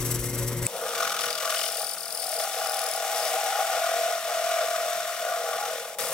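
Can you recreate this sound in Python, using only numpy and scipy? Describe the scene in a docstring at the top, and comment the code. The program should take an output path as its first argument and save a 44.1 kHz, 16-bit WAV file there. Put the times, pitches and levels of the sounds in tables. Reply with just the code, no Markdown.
"""A hole saw in a drill press grinds through a thin metal plate clamped on a wooden board, in a small workshop.
First the motor hums, its frame rumbles and something rubs, until a rising whine ends in a sharp tick.
Then the saw bites: its teeth rasp once a turn and drive the resonances of plate and saw cup, and chips fizz.
Mostly while the cut is shallow, the rim sticks and slips in short chirps; low knocks push through the table.
Near the end the scrape dips briefly and the teeth bite again; a short diffuse tail follows the saw."""
import sys
import numpy as np
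from scipy import signal
from scipy.fft import rfft, irfft
from scipy.io import wavfile
from scipy.ndimage import uniform_filter1d

SR = 44100
rng = np.random.default_rng(int(sys.argv[2]) if len(sys.argv) > 2 else 0)


def waveform_to_disk(signal):
    """Save audio, clipped to [-1, 1], as 16-bit WAV at the path in sys.argv[1]."""
    frames = np.transpose(np.atleast_2d(signal))
    scaled = np.clip(frames, -1, 1) * 32767
    samples = np.round(scaled).astype(np.int16)
    wavfile.write(sys.argv[1], SR, samples)


N = 270333
TIME = np.arange(N) / SR  # s
BINS = np.fft.rfftfreq(N, 1 / SR)  # Hz
CENTRED = np.array([[1], [0]])  # a sound that both ports share: all common part, no differing part
TICK_S, FALTER_START_S, FALTER_END_S = 0.6672, 5.951, 5.985

# How unevenly the rim touches in a turn. Each row: time in seconds, swing of the rasp in dB,
# throb of the plate in dB, throb of the saw cup in dB, three-lobed rattle in dB.
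WOBBLE = [(0.8, 0, 0, 1.5, 0), (0.97, 4, -1, 3, -1.5), (1.2, 3.7, 0.5, 4.2, -1.5), (1.4, 3.3, 0, 2, -1),
          (1.6, 4, 2, 6, -1), (1.85, 3, 3.5, 4.5, 0), (2.13, 2.5, 0.5, 3, 0), (2.3, 3, 3.8, 3, 0),
          (2.58, 2, 3.3, 3, 0), (2.78, 2, 1.5, 3, 0.5), (3.0, 1.5, 5, 4.5, 0), (3.13, 0.5, -0.5, 1.5, 2),
          (3.35, 0.5, 1.5, 2, 2), (3.6, 0.5, 1.5, 4, 1), (3.72, 0.5, 0.5, 2, 1), (3.85, 0.5, 4, 2.5, -1),
          (4.1, 0.5, 1.3, 3, 0), (4.35, 1, 0.3, 1.5, 0.5), (4.9, 0.5, 1.3, 1.3, 0), (5.15, 1, 1, 1.5, 2),
          (5.7, 1.5, 3.5, 2, 0), (6.05, 1.5, 1.5, 5.5, -0.5)]
# Spectrum of the rub, also heard in the tick. Each row: frequency in Hz, density in dB per Hz.
RUB_SPECTRUM = [(2000, -12), (4500, -8.5), (5800, -3.5), (6600, -4), (8000, 3), (8900, -7.5), (11100, 0.5),
                (13200, -10), (15000, -5), (16000, -6.5)]


def gain_of(db):
    """Decibel law: 20 dB is a factor of ten in amplitude."""
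    return 10 ** (np.asarray(db) / 20)


def evened(x):
    """Normalization: scales to unit rms."""
    return x / np.sqrt(np.mean(x ** 2) + 1e-20)


def read_spectrum(points, hz):
    """Spectral interpolation: joins the points on a log-frequency axis."""
    f, value = np.transpose(points)
    return np.interp(np.log(hz + 1), np.log(f + 1), value)


def curves(rows):
    """Linear interpolation: every column of a table over time."""
    s, *columns = np.transpose(rows)
    return [np.interp(TIME, s, c) for c in columns]


def drift(hz):
    """Band-limited chance: noise under a Gaussian low-pass up to about hz, rms 1."""
    return evened(irfft(rfft(rng.standard_normal(N)) * np.exp(-(BINS / hz) ** 2), N))


def shaped(x, gain):
    """Linear filtering: one gain for each frequency, rms 1."""
    return evened(irfft(rfft(x) * gain, N))


def spectrum_gain(points):
    """Spectral envelope: the gain at every bin from a table in dB."""
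    return gain_of(read_spectrum(points, BINS))


def ringing(modes):
    """Modal superposition: the powers of resonances with steep skirts add up."""
    power = 0
    for hz, width, db in modes:
        power = power + gain_of(2 * db) / (1 + ((BINS - hz) / width) ** 2 * 2) ** 2
    return np.sqrt(power)


def resonate(x, hz, width):
    """Damped resonance: a critically damped envelope on a carrier that follows the curve hz."""
    turn = np.exp(2j * np.pi * np.cumsum(hz) / SR)
    r = np.exp(-np.pi * width / SR)
    envelope = signal.lfilter([(1 - r) ** 2], [1, -2 * r, r * r], x / turn)
    return evened((turn * envelope).real)


def once_a_turn(turns, place, swing_db):
    """Amplitude modulation: contact pressure peaks at one place in the turn."""
    return evened(gain_of(swing_db * np.cos(2 * np.pi * (turns - place))))


def scraping(turns, place, swing_db, snatch=0.22):
    """Asymmetric modulation: contact once a turn grabs quickly and lets go slowly."""
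    skew = once_a_turn(2 * (turns - place), -1 / 4, snatch * swing_db)
    return evened(once_a_turn(turns, place, swing_db) * skew)


def grit(per_s, spread_db, share):
    """Shot noise: tiny fractures of uneven size over smooth friction noise, as a shared and a differing part."""
    size = gain_of(spread_db * np.minimum(rng.exponential(1, N), 4))
    size *= rng.random(N) < per_s / SR
    share = np.clip(share, 0, 1)
    fractures = evened(size * rng.choice([-1, 1], (2, N)))
    return np.sqrt(share) * fractures + np.sqrt(1 - share) * rng.standard_normal((2, N))


def strikes(turns, places):
    """Periodic impulses: clicks at fixed places (turns, dB) round the rim, a little unequal from turn to turn."""
    clicks = 0
    for place, db in places:
        clicks = clicks + gain_of(db) * np.diff(np.floor(turns - place), prepend=np.floor(-place))
    return evened(clicks * (1 + 0.38 * drift(11.0))) * CENTRED


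def bump(s, half_s):
    """Gaussian envelope: a smooth swell of height 1 around the time s."""
    return np.exp(-((TIME - s) / half_s) ** 2)


def after(s, settle_s):
    """Relaxation: jumps to 1 at the time s, then settles back to 0."""
    return (TIME > s) * bump(s, settle_s)


def eased(condition, samples):
    """Smoothed switching: 1 where the condition holds, with short ramps."""
    return uniform_filter1d(1. * condition, size=samples)


def partials(hz, levels_db):
    """Harmonic series: a tone that follows the curve hz, with its overtones, as complex signals."""
    phase = 2 * np.pi * np.cumsum(hz) / SR
    return sum(gain_of(db) * np.exp(1j * (k + 1) * phase) for k, db in enumerate(levels_db))


def mains_hum():
    """Harmonic hum: even multiples of the mains frequency waver in level and phase."""
    mains_hz = 60
    # Multiples of the mains frequency.
    orders = [2, 4, 6, 8]
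    # Rms level of each multiple in dB.
    levels_db = [-32.5, -48.5, -40.5, -46.5]
    hum = 0
    for k, db in zip(orders, levels_db):
        level = np.sqrt(2) * gain_of(db + 0.11 * k * drift(25))
        phase = 2 * np.pi * (k * mains_hz * TIME + rng.random()) + 0.03 * k * drift(27)
        hum = hum + level * np.cos(phase)
    return CENTRED * hum * gain_of(0.4 * drift(22))


def motor_frame():
    """Forced vibration: grit drives a broad rumble and the modes of the motor frame."""
    rumble_db, frame_db = -37.5, -38.5
    # Each row: frequency in Hz, density in dB per Hz.
    rumble_spectrum = [(15, -13), (45, 9), (80, -1), (130, -1.5), (220, -2), (400, -1), (560, -2.5),
                       (750, -13), (1000, -7), (1500, -9), (2200, -13), (3000, -13.5), (16000, -27)]
    # Each row: mode in Hz, width in Hz, level in dB.
    frame_modes = [(49.4, 8.8, -1), (122, 11, 3), (161, 8.3, -2), (211, 4.7, -4.5), (273, 8.1, -4),
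                   (326, 7.2, -23), (556, 19, -5), (1885, 22, -13.5), (2094, 71, -13)]
    unsteady = evened(gain_of(1.75 * drift(34)))
    rumble = shaped(grit(500, 1.9, 0.18) * unsteady, spectrum_gain(rumble_spectrum))
    frame = shaped(grit(450, 3.9, 0.25), ringing(frame_modes))
    return gain_of(rumble_db) * rumble + gain_of(frame_db) * frame


def rub():
    """Dry friction: a light touch comes round a little unevenly and lightens until the tick."""
    rub_db, rub_hz, first_s = -35.5, 21.23, 0.016
    fade_db_per_s, uneven_db = 6.5, 2.1
    # Each row: mode in Hz, width in Hz, level in dB.
    rub_modes = [(5840, 200, 1.5), (6500, 120, -12), (8060, 370, -1.5), (9000, 150, -1), (9900, 220, -5),
                 (10600, 200, -1), (11350, 260, -2), (12000, 220, -4), (12600, 250, -6), (14000, 250, -6),
                 (15000, 250, -5)]
    passes = (TIME - first_s) * rub_hz + 0.054 * drift(35)
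    touch_db = uneven_db * drift(31) - fade_db_per_s * np.minimum(TIME, TICK_S)
    touch = scraping(passes, 0, 5.0, snatch=0.13) * gain_of(touch_db)
    flicker = evened(gain_of(1.3 * drift(150)))
    colour = spectrum_gain(RUB_SPECTRUM) + ringing(rub_modes)
    return gain_of(rub_db) * shaped(grit(1500, 2.7, 0.18) * touch * flicker, colour)


def press_table():
    """Forced vibration: the table rumbles throughout and shakes more for a while after each bite."""
    shake_db, bite_db, settle_s = -52, 9.5, 0.67
    # Each row: frequency in Hz, density in dB per Hz.
    table_spectrum = [(20, -11), (100, -16.5), (165, 1.5), (230, -2), (300, -8), (400, 4.5), (900, 6.5),
                      (2000, -14.5)]
    bites = after(TICK_S, settle_s) + after(FALTER_END_S, settle_s)
    return gain_of(shake_db + bite_db * bites) * shaped(grit(300, 0.94, 0.24), spectrum_gain(table_spectrum))


def tick():
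    """Stick and release: the rub tightens into a rising whine, then a bright metallic snap swells and stops."""
    snap_db, whine_db, whine_snap_db = -18, -41, -28.5
    whine_hz, whine_rise_hz = 2040, 400
    colour = spectrum_gain(RUB_SPECTRUM) + ringing([(8100, 600, 15), (4700, 200, 3)])
    ring = shaped(rng.standard_normal((2, N)), colour)
    swell = bump(TICK_S, .0012) + .14 * bump(TICK_S - .013, .013)
    snap = gain_of(snap_db) * ring * swell
    whine = resonate(rng.standard_normal(N), whine_hz + whine_rise_hz * bump(TICK_S, .007), 220)
    whine *= gain_of(whine_db) * bump(TICK_S - .018, .018) + gain_of(whine_snap_db) * bump(TICK_S, .002)
    return (snap + CENTRED * whine) * (TIME < TICK_S + .0007)


def growl(turns, drive_db):
    """Resonant build-up: one blow a turn excites the main mode, which rises as the plate is driven harder."""
    mode_hz, stiffen_hz_per_db, waver_hz, width_hz = 668, 1.0, 5, 108
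    slip_turns, grit_share = 0.005, 0.25  # each blow lands a little early or late, and grit joins it
    blows = strikes(turns + slip_turns * drift(20), [(-.3, 0)]) + grit_share * grit(920, 0.65, 0.23)
    hz = mode_hz + stiffen_hz_per_db * drive_db + waver_hz * drift(13.2)
    swells = resonate(resonate(blows, hz, width_hz), hz, width_hz)  # each blow builds up before it dies
    return shaped(swells, ringing([(650, 190, 0)]))


def plate(turns, drive_db):
    """Forced modes: the rim's high side drives the plate once a turn; deep in the cut its main mode growls."""
    deep_from_s, deep_to_s, edge_s = 3.75, 5.42, 0.036
    growl_light_db, growl_deep_db = -6, 12
    grip_yields_db = -9  # the gripped band gives way to the growl
    high_side = 0.1  # place in the turn where the plate throbs hardest
    rattles_per_turn = 2.96  # a three-lobed chatter that creeps round the rim
    # Each row: mode in Hz, width in Hz, level in dB.
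    plate_modes = [(477, 14.4, 2.5), (527.5, 25.6, -0.5), (627, 26, -1), (624.7, 9.7, 1), (658.4, 25, 3),
                   (704, 15, -3), (762, 30, -0.5), (812.5, 30.3, 3)]
    # The band driven hardest, low modes under a light touch.
    # Each row: time in seconds, centre in Hz, level in dB against the broad push.
    grip_rows = [(0.75, 487, 11), (1.1, 470, 1.5), (1.4, 662, -0.5), (2.0, 720, -26), (2.3, 742, 2),
                 (2.6, 734, 11), (3.0, 723, 10), (3.12, 764, 10), (3.27, 713, 5), (3.5, 770, 10),
                 (3.7, 735, 11), (4.2, 689, 7.5), (5.35, 679, 17.5), (5.5, 732, -2), (5.68, 780, -3),
                 (5.75, 573, 4)]
    deep = (np.tanh((TIME - deep_from_s) / edge_s) - np.tanh((TIME - deep_to_s) / edge_s)) / 2
    growl_db = growl_light_db + (growl_deep_db - growl_light_db) * deep
    grip_hz, grip_db = curves(grip_rows)
    _, throb_db, _, rattle_db = curves(WOBBLE)

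    push = grit(900, 0.38, 0.83) * once_a_turn(turns, 0.032, 0.28)
    push = push + 0.65 * strikes(turns, [(-.04, 0.5), (.11, -6), (.46, -0.5)])
    advance = np.exp(2j * np.pi * BINS * 0.0011)  # 1.1 ms earlier
    gripped = shaped(resonate(push, grip_hz, 170), ringing(plate_modes) * advance)
    ring = shaped(push, ringing(plate_modes))
    ring = ring + gain_of(grip_db + grip_yields_db * deep) * gripped
    ring = ring + gain_of(growl_db) * growl(turns, drive_db)
    ring *= once_a_turn(turns, high_side, throb_db)
    ring *= once_a_turn(rattles_per_turn * turns, 0, rattle_db)
    # a steady feed gives each turn nearly the same energy
    power = uniform_filter1d(uniform_filter1d(ring[0] ** 2, size=1060), size=1060)
    return ring / np.sqrt(power + 1e-9) * gain_of(0.43 * drift(19))


def saw_cup(turns, chatter, buried):
    """Forced modes: grit and two strikes a turn ring the saw cup, hardest at a place that shifts with depth."""
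    place_shallow, place_buried = 0.04, -0.17  # turns
    # Each row: mode in Hz, width in Hz, level in dB.
    cup_modes = [(1158, 76, 4), (1247, 78, 4.5), (1350, 28, 4), (1419, 37, 8), (1459, 60, 4.5),
                 (1643, 37, -0.5)]
    throb_db = curves(WOBBLE)[2]
    push = grit(900, 0.59, 0.41) * chatter + 0.093 * strikes(turns, [(-.05, -3), (.15, 1)])
    cup = shaped(push, ringing(cup_modes))
    cup *= once_a_turn(turns, place_shallow + (place_buried - place_shallow) * buried, throb_db)
    return cup / np.sqrt(uniform_filter1d((cup ** 2).mean(0), size=2120) + 1e-9)


def rasp(turns, chatter):
    """Modulated fracture noise: the teeth tear once a turn, and snag while one side of the rim touches."""
    # Each row: frequency in Hz, density in dB per Hz.
    rasp_spectrum = [(900, -30.5), (1200, -2), (1850, 3), (2250, 4.5), (2700, 2.5), (3500, 2), (4200, 2),
                     (5000, 3), (5800, 6.5), (6650, 0), (7500, 2), (9200, -3), (10800, -5), (11700, -5.5),
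                     (13000, -5), (16000, -8.5)]
    # Each row: mode in Hz, width in Hz, level in dB.
    rasp_modes = [(1830, 40, 0), (2300, 55, -10.5), (2550, 70, -10.5), (2930, 73, 3.5), (3440, 110, 2),
                  (3700, 150, 0)]
    swing_db = curves(WOBBLE)[0]
    snags = evened(gain_of(0.45 * swing_db * drift(200)))
    tearing = grit(1800, 0.81, 0.26) * scraping(turns, -0.091, swing_db) * chatter * snags
    return shaped(tearing, spectrum_gain(rasp_spectrum) + ringing(rasp_modes))


def chip_fizz(turns, chatter, buried):
    """Shot noise: breaking chips fizz, first on the surface and then down in the groove."""
    # On the surface. Each row: frequency in Hz, density in dB per Hz.
    surface_spectrum = [(4000, -25), (7000, -2), (9000, 3), (10400, 4), (11000, 0), (11700, -8),
                        (12400, -4), (13300, 0), (14600, -4), (15500, -1.5), (16500, -4)]
    # Down in the groove. 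Each row: frequency in Hz, density in dB per Hz.
    buried_spectrum = [(4000, -30), (7000, 3), (9000, 3.5), (10400, 2), (11700, -1), (13300, 0.5),
                       (14600, -6), (15500, -1.5), (16500, -2)]
    swing_db = curves(WOBBLE)[0]
    chips = grit(2500, 7.3, 0.4) * once_a_turn(turns, 0.33, .5 * swing_db) * chatter
    surface = shaped(chips, spectrum_gain(surface_spectrum))
    return (1 - buried) * surface + buried * shaped(chips, spectrum_gain(buried_spectrum))


def groove_walls(chatter, buried):
    """Friction excitation: the walls of the groove rub once the teeth are buried."""
    # Each row: mode in Hz, width in Hz, level in dB.
    wall_modes = [(1090, 140, -2), (1520, 58, -3), (1875, 120, 0), (2196, 720, -3.5)]
    return buried * shaped(grit(1600, 1.6, 0.24) * chatter, ringing(wall_modes))


def cutting(turns):
    """Common drive: plate, saw cup, rasp, fizz and groove walls all follow the feed into the metal."""
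    firm_db, fizz_follows = -36.5, 0.48  # a firm feed; fizz gains this many dB per dB of feed
    rasp_over_feed_db, groove_over_feed_db = 4.5, -3
    groove_from_s, groove_grow_s = 2.58, 0.51
    cup_follows = 0.44  # share of a catch, in dB, that reaches the saw cup
    rebite_feed_db, rebite_fizz_db = -41, 7  # after the falter: the feed, and extra fizz of fresh metal
    falter_db, jolt_db, settle_s = -8, 3.5, 0.072  # the scrape dips, then overshoots as the teeth land
    # How hard the saw is fed, until the falter ends. Each row: time in seconds, feed level in dB.
    feed_rows = [(0.68, -48), (1.03, -36.5), (1.31, -37), (1.33, -41.5), (1.53, -35.5), (1.65, -38.5),
                 (1.75, -41.5), (2.03, -49), (2.22, -45.5), (2.43, -40), (3.01, -40), (3.23, -37.5),
                 (4.1, -38), (4.2, -40.5), (4.51, -38), (5.32, -42), (5.73, -41), (5.95, -49.5)]
    # As the groove deepens the plate rings more freely and the fizz dulls. 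Each row: time in seconds,
    # plate ring over the feed in dB, saw cup ring over the feed in dB, fizz at a firm feed in dB.
    depth_rows = [(0.68, 4, -9, -38), (0.82, 3.5, 1, -37.5), (0.95, 2.5, 4.5, -40), (1.15, -2.5, 5.5, -45),
                  (1.33, 2, 0.5, -46), (1.46, -2, 1, -38), (1.6, 0.5, -1.5, -38.5), (1.78, 2.5, -2, -34),
                  (2.0, 2, 0, -35.5), (2.25, 6, -2, -33), (2.6, 8, 0.5, -37), (3.3, 7, -1, -36),
                  (3.6, 8.5, 4, -38.5), (4.0, 11.5, 0.5, -40.5), (4.65, 10, 2, -40.5),
                  (5.6, 9.5, 5.5, -40.5), (5.8, 6, -1.5, -40.5)]
    # The teeth catch on the plate (+) or slip over it (-).
    # Each row: centre in seconds, half length in seconds, change of the plate ring in dB.
    catches = [(0.754, 0.02, 8.5), (0.839, 0.043, 7.5), (1.017, 0.033, 5.5), (1.464, 0.043, 6),
               (1.81, 0.039, 6), (2.373, 0.069, 2.5), (2.513, 0.039, -5.5), (2.92, 0.018, -4),
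               (3.358, 0.019, 5), (3.416, 0.025, -1.5), (3.603, 0.02, 4.5), (3.67, 0.018, -2),
               (4.218, 0.041, -7.5), (4.61, 0.061, 2.5), (4.668, 0.011, -3), (5.054, 0.051, -4),
               (5.157, 0.038, -6.5), (5.32, 0.073, 3.5)]
    rebite = eased(TIME > FALTER_END_S, 150)
    falter = eased((TIME > FALTER_START_S) & (TIME < FALTER_END_S), 150)
    feed_db = (1 - rebite) * curves(feed_rows)[0] + rebite * rebite_feed_db
    free_db, cup_db, fizz_db = curves(depth_rows)
    catch_db = sum(db * bump(s, half_s) for s, half_s, db in catches)
    drive_db = free_db + catch_db
    buried = (1 + np.tanh((TIME - groove_from_s) / groove_grow_s)) / 2
    chatter = evened(gain_of(1.05 * drift(140)))  # teeth catch and let go

    cup_level_db = feed_db + cup_db + cup_follows * catch_db + 1.32 * drift(8.8)
    fizz_level_db = fizz_db + fizz_follows * (feed_db - firm_db) + rebite_fizz_db * rebite
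    scrape = gain_of(cup_level_db) * saw_cup(turns, chatter, buried)
    scrape += gain_of(feed_db + rasp_over_feed_db) * rasp(turns, chatter)
    scrape += gain_of(fizz_level_db) * chip_fizz(turns, chatter, buried)
    scrape += gain_of(feed_db + groove_over_feed_db) * groove_walls(chatter, buried)
    scrape *= gain_of(falter_db * falter + jolt_db * after(FALTER_END_S, settle_s))
    return gain_of(feed_db + drive_db) * plate(turns, drive_db) + scrape


def knocks():
    """Impulse response: short low pushes through the table, each a damped pulse with one swing back."""
    # Each row: start in seconds, level in dB before the common lift below.
    knock_rows = [(1.069, -48), (1.272, -46), (6.037, -48)]
    out = np.zeros(N)
    for s, db in knock_rows:
        u = np.maximum(TIME - s, 0) / 0.00067
        out += gain_of(db + 15.0) * u * (2 - u) * np.exp(-u)
    return out


def squeal(turns):
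    """Stick-slip: the rim skids and chirps once a turn, at a spot that creeps until another tooth takes over."""
    third_db = -7  # third partial against the octave
    skid_hz, skid_longer = 5090, 2.6  # the rough skid outlasts its chirp by this factor
    chirp_dip = 0.09  # share by which the pitch of a skidding chirp dips at its middle, rising towards its edges
    scatter, slip_turns = 0.015, 0.012  # skidding chirps differ in pitch (share); all differ in place
    # Runs of chirps. Each row: start in seconds, end in seconds, pitch in Hz, level in dB before a common
    # lift, first and last place in turns, half length in turns, octave in dB, share of skid from 0 to 1.
    runs = [(1.19, 1.282, 5050, -34.5, 0.62, 0.64, 0.06, 5.5, 0.4),
            (1.288, 1.381, 4840, -28.5, 0.62, 0.79, 0.06, -6.5, 0.066),
            (1.556, 1.685, 2962, -32, 1, 0.9, 0.12, -16, 0.04),
            (1.554, 1.697, 4420, -36.5, 0.45, 0.63, 0.1, 6.5, 0.45),
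            (1.687, 1.765, 4530, -37, 0.52, 0.47, 0.092, 4, 0.68),
            (1.766, 1.91, 4590, -36, 0.47, 0.67, 0.134, 4.5, 0.28),
            (1.908, 1.95, 4540, -38.5, 0.52, 0.45, 0.17, 6, 0.4),
            (1.968, 2.122, 4470, -38.5, 0.45, 0.68, 0.11, 4.5, 0.47),
            (2.121, 2.182, 4700, -35.5, 0.45, 0.52, 0.092, 6.5, 0.5),
            (2.185, 2.243, 4500, -37.5, 0.56, 0.57, 0.21, 5.5, 0.44),
            (2.233, 2.454, 4570, -36.5, 0.41, 0.53, 0.12, 5, 0.53),
            (2.522, 2.664, 5000, -40, 0.36, 0.31, 0.09, 2, 0.55),
            (2.657, 2.99, 5060, -34.5, 0.28, 0.39, 0.069, 6, 0.47),
            (3.144, 3.31, 5070, -37, 0.08, 0.62, 0.14, 1, 0.65),
            (5.991, 6.098, 4920, -46, 0.57, 0.64, 0.41, 8, 0.92)]
    out = np.zeros((2, N))
    rough, fine = .065 * drift(1800), .055 * drift(1100)
    sides = np.array([drift(920), drift(320)])  # phase wander of the shared and the differing part
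    detune = scatter * drift(29.8)
    spot = turns + slip_turns * drift(28)
    for start, end, hz, db, first, last, length, octave_db, skid in runs:
        at = (TIME > start) & (TIME < end)
        creep = np.linspace(first, last, at.sum())
        off = ((spot[at] - creep + .5) % 1 - .5) / length
        press = np.exp(-off ** 2)
        skid = np.clip(skid, 0, 1)
        chirp_hz = hz * (1 + skid * (detune[at] + fine[at] + chirp_dip * (1 - press)))
        chirp = press * partials(chirp_hz, [0, octave_db, octave_db + third_db])
        rough_skid = partials(skid_hz * (1 + rough[at]), [0, octave_db - 9.5])
        scrape = np.exp(-(off / skid_longer) ** 2) * rough_skid
        mixed = np.sqrt(1 - skid) * chirp + np.sqrt(skid) * scrape
        tone = (mixed * np.exp(.6j * sides[:, at])).real
        out[:, at] += gain_of(db + 4.5) * signal.windows.tukey(at.sum(), .08) * tone
    return out


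def ports(pair):
    """Spatial coherence: two microphone ports, alike in the bass, less alike and louder on the left in the treble."""
    # Each row: frequency in Hz, left-right likeness from 0 to 1.
    likeness = [(100, 1), (700, 1), (1400, 0.92), (2400, 0.58), (4000, 0.66), (7000, 0.72), (10000, 0.45),
                (15000, 0.85)]
    # Each row: frequency in Hz, left minus right in dB.
    lean_rows = [(60, 2.7), (150, 2.6), (700, 2), (1300, 1.6), (2400, 2.7), (4400, 6), (8000, 5.5),
                 (15000, 5)]
    # Each row: frequency in Hz, phase by which the left leads in radians.
    lead_rows = [(100, 0.21), (1400, 0.3), (2800, 0.58), (3800, 1.12), (6000, 1.36), (8400, 1.35),
                 (9500, 0), (16000, 0.89)]
    shared, differing = rfft(pair)
    same = np.clip(read_spectrum(likeness, BINS), 0, 1)
    common = shared * np.sqrt((1 + same) / 2)
    apart = differing * np.sqrt((1 - same) / 2)
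    half_lean = gain_of(read_spectrum(lean_rows, BINS) / 2)
    lean = half_lean * np.exp(.5j * read_spectrum(lead_rows, BINS))
    return irfft(np.array([(common + apart) * lean, (common - apart) / lean]), N)


def workshop(x, t60=0.071, wet_db=-13):
    """Diffuse reverberation: sparse, decaying random echoes from the bench and the walls."""
    t = np.arange(SR // 3) / SR
    taps = rng.standard_normal((2, len(t))) * (rng.random((2, len(t))) < .06)
    taps *= (t > .004) * gain_of(-60 * t / t60)
    tail = signal.fftconvolve(x, taps / np.linalg.norm(taps[0]), axes=1)[:, :N]
    return x + gain_of(wet_db) * tail


def scene():
    """Superposition: the motor gives way to the cut at the tick, and the table rumbles underneath."""
    # Each row: time in seconds, spindle speed in turns per second.
    spindle = [(0.0, 41.13), (0.7, 42.01), (1.2, 42.39), (1.9, 42.48), (2.3, 41.6), (2.7, 41.94),
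               (3.2, 41.16), (3.7, 41.83), (4.3, 41.68), (4.8, 40.99), (5.4, 41.12), (6.13, 41.08)]
    turns = np.cumsum(curves(spindle)[0]) / SR
    biting = eased(TIME > TICK_S, 80)
    motor = mains_hum() + motor_frame() + rub()
    near = ports((1 - biting) * motor + press_table() + tick())
    saw = workshop(ports(biting * cutting(turns) + squeal(turns)))
    return near + saw + knocks()


def record(dry):
    """Band limiting: a linear-phase low-pass removes the highest treble."""
    edge_hz = 15900
    lowpass = signal.firwin(511, edge_hz, window=("kaiser", 9), fs=SR)
    return signal.oaconvolve(dry, lowpass[None], "same")


dry = scene()
out = record(dry)
waveform_to_disk(out)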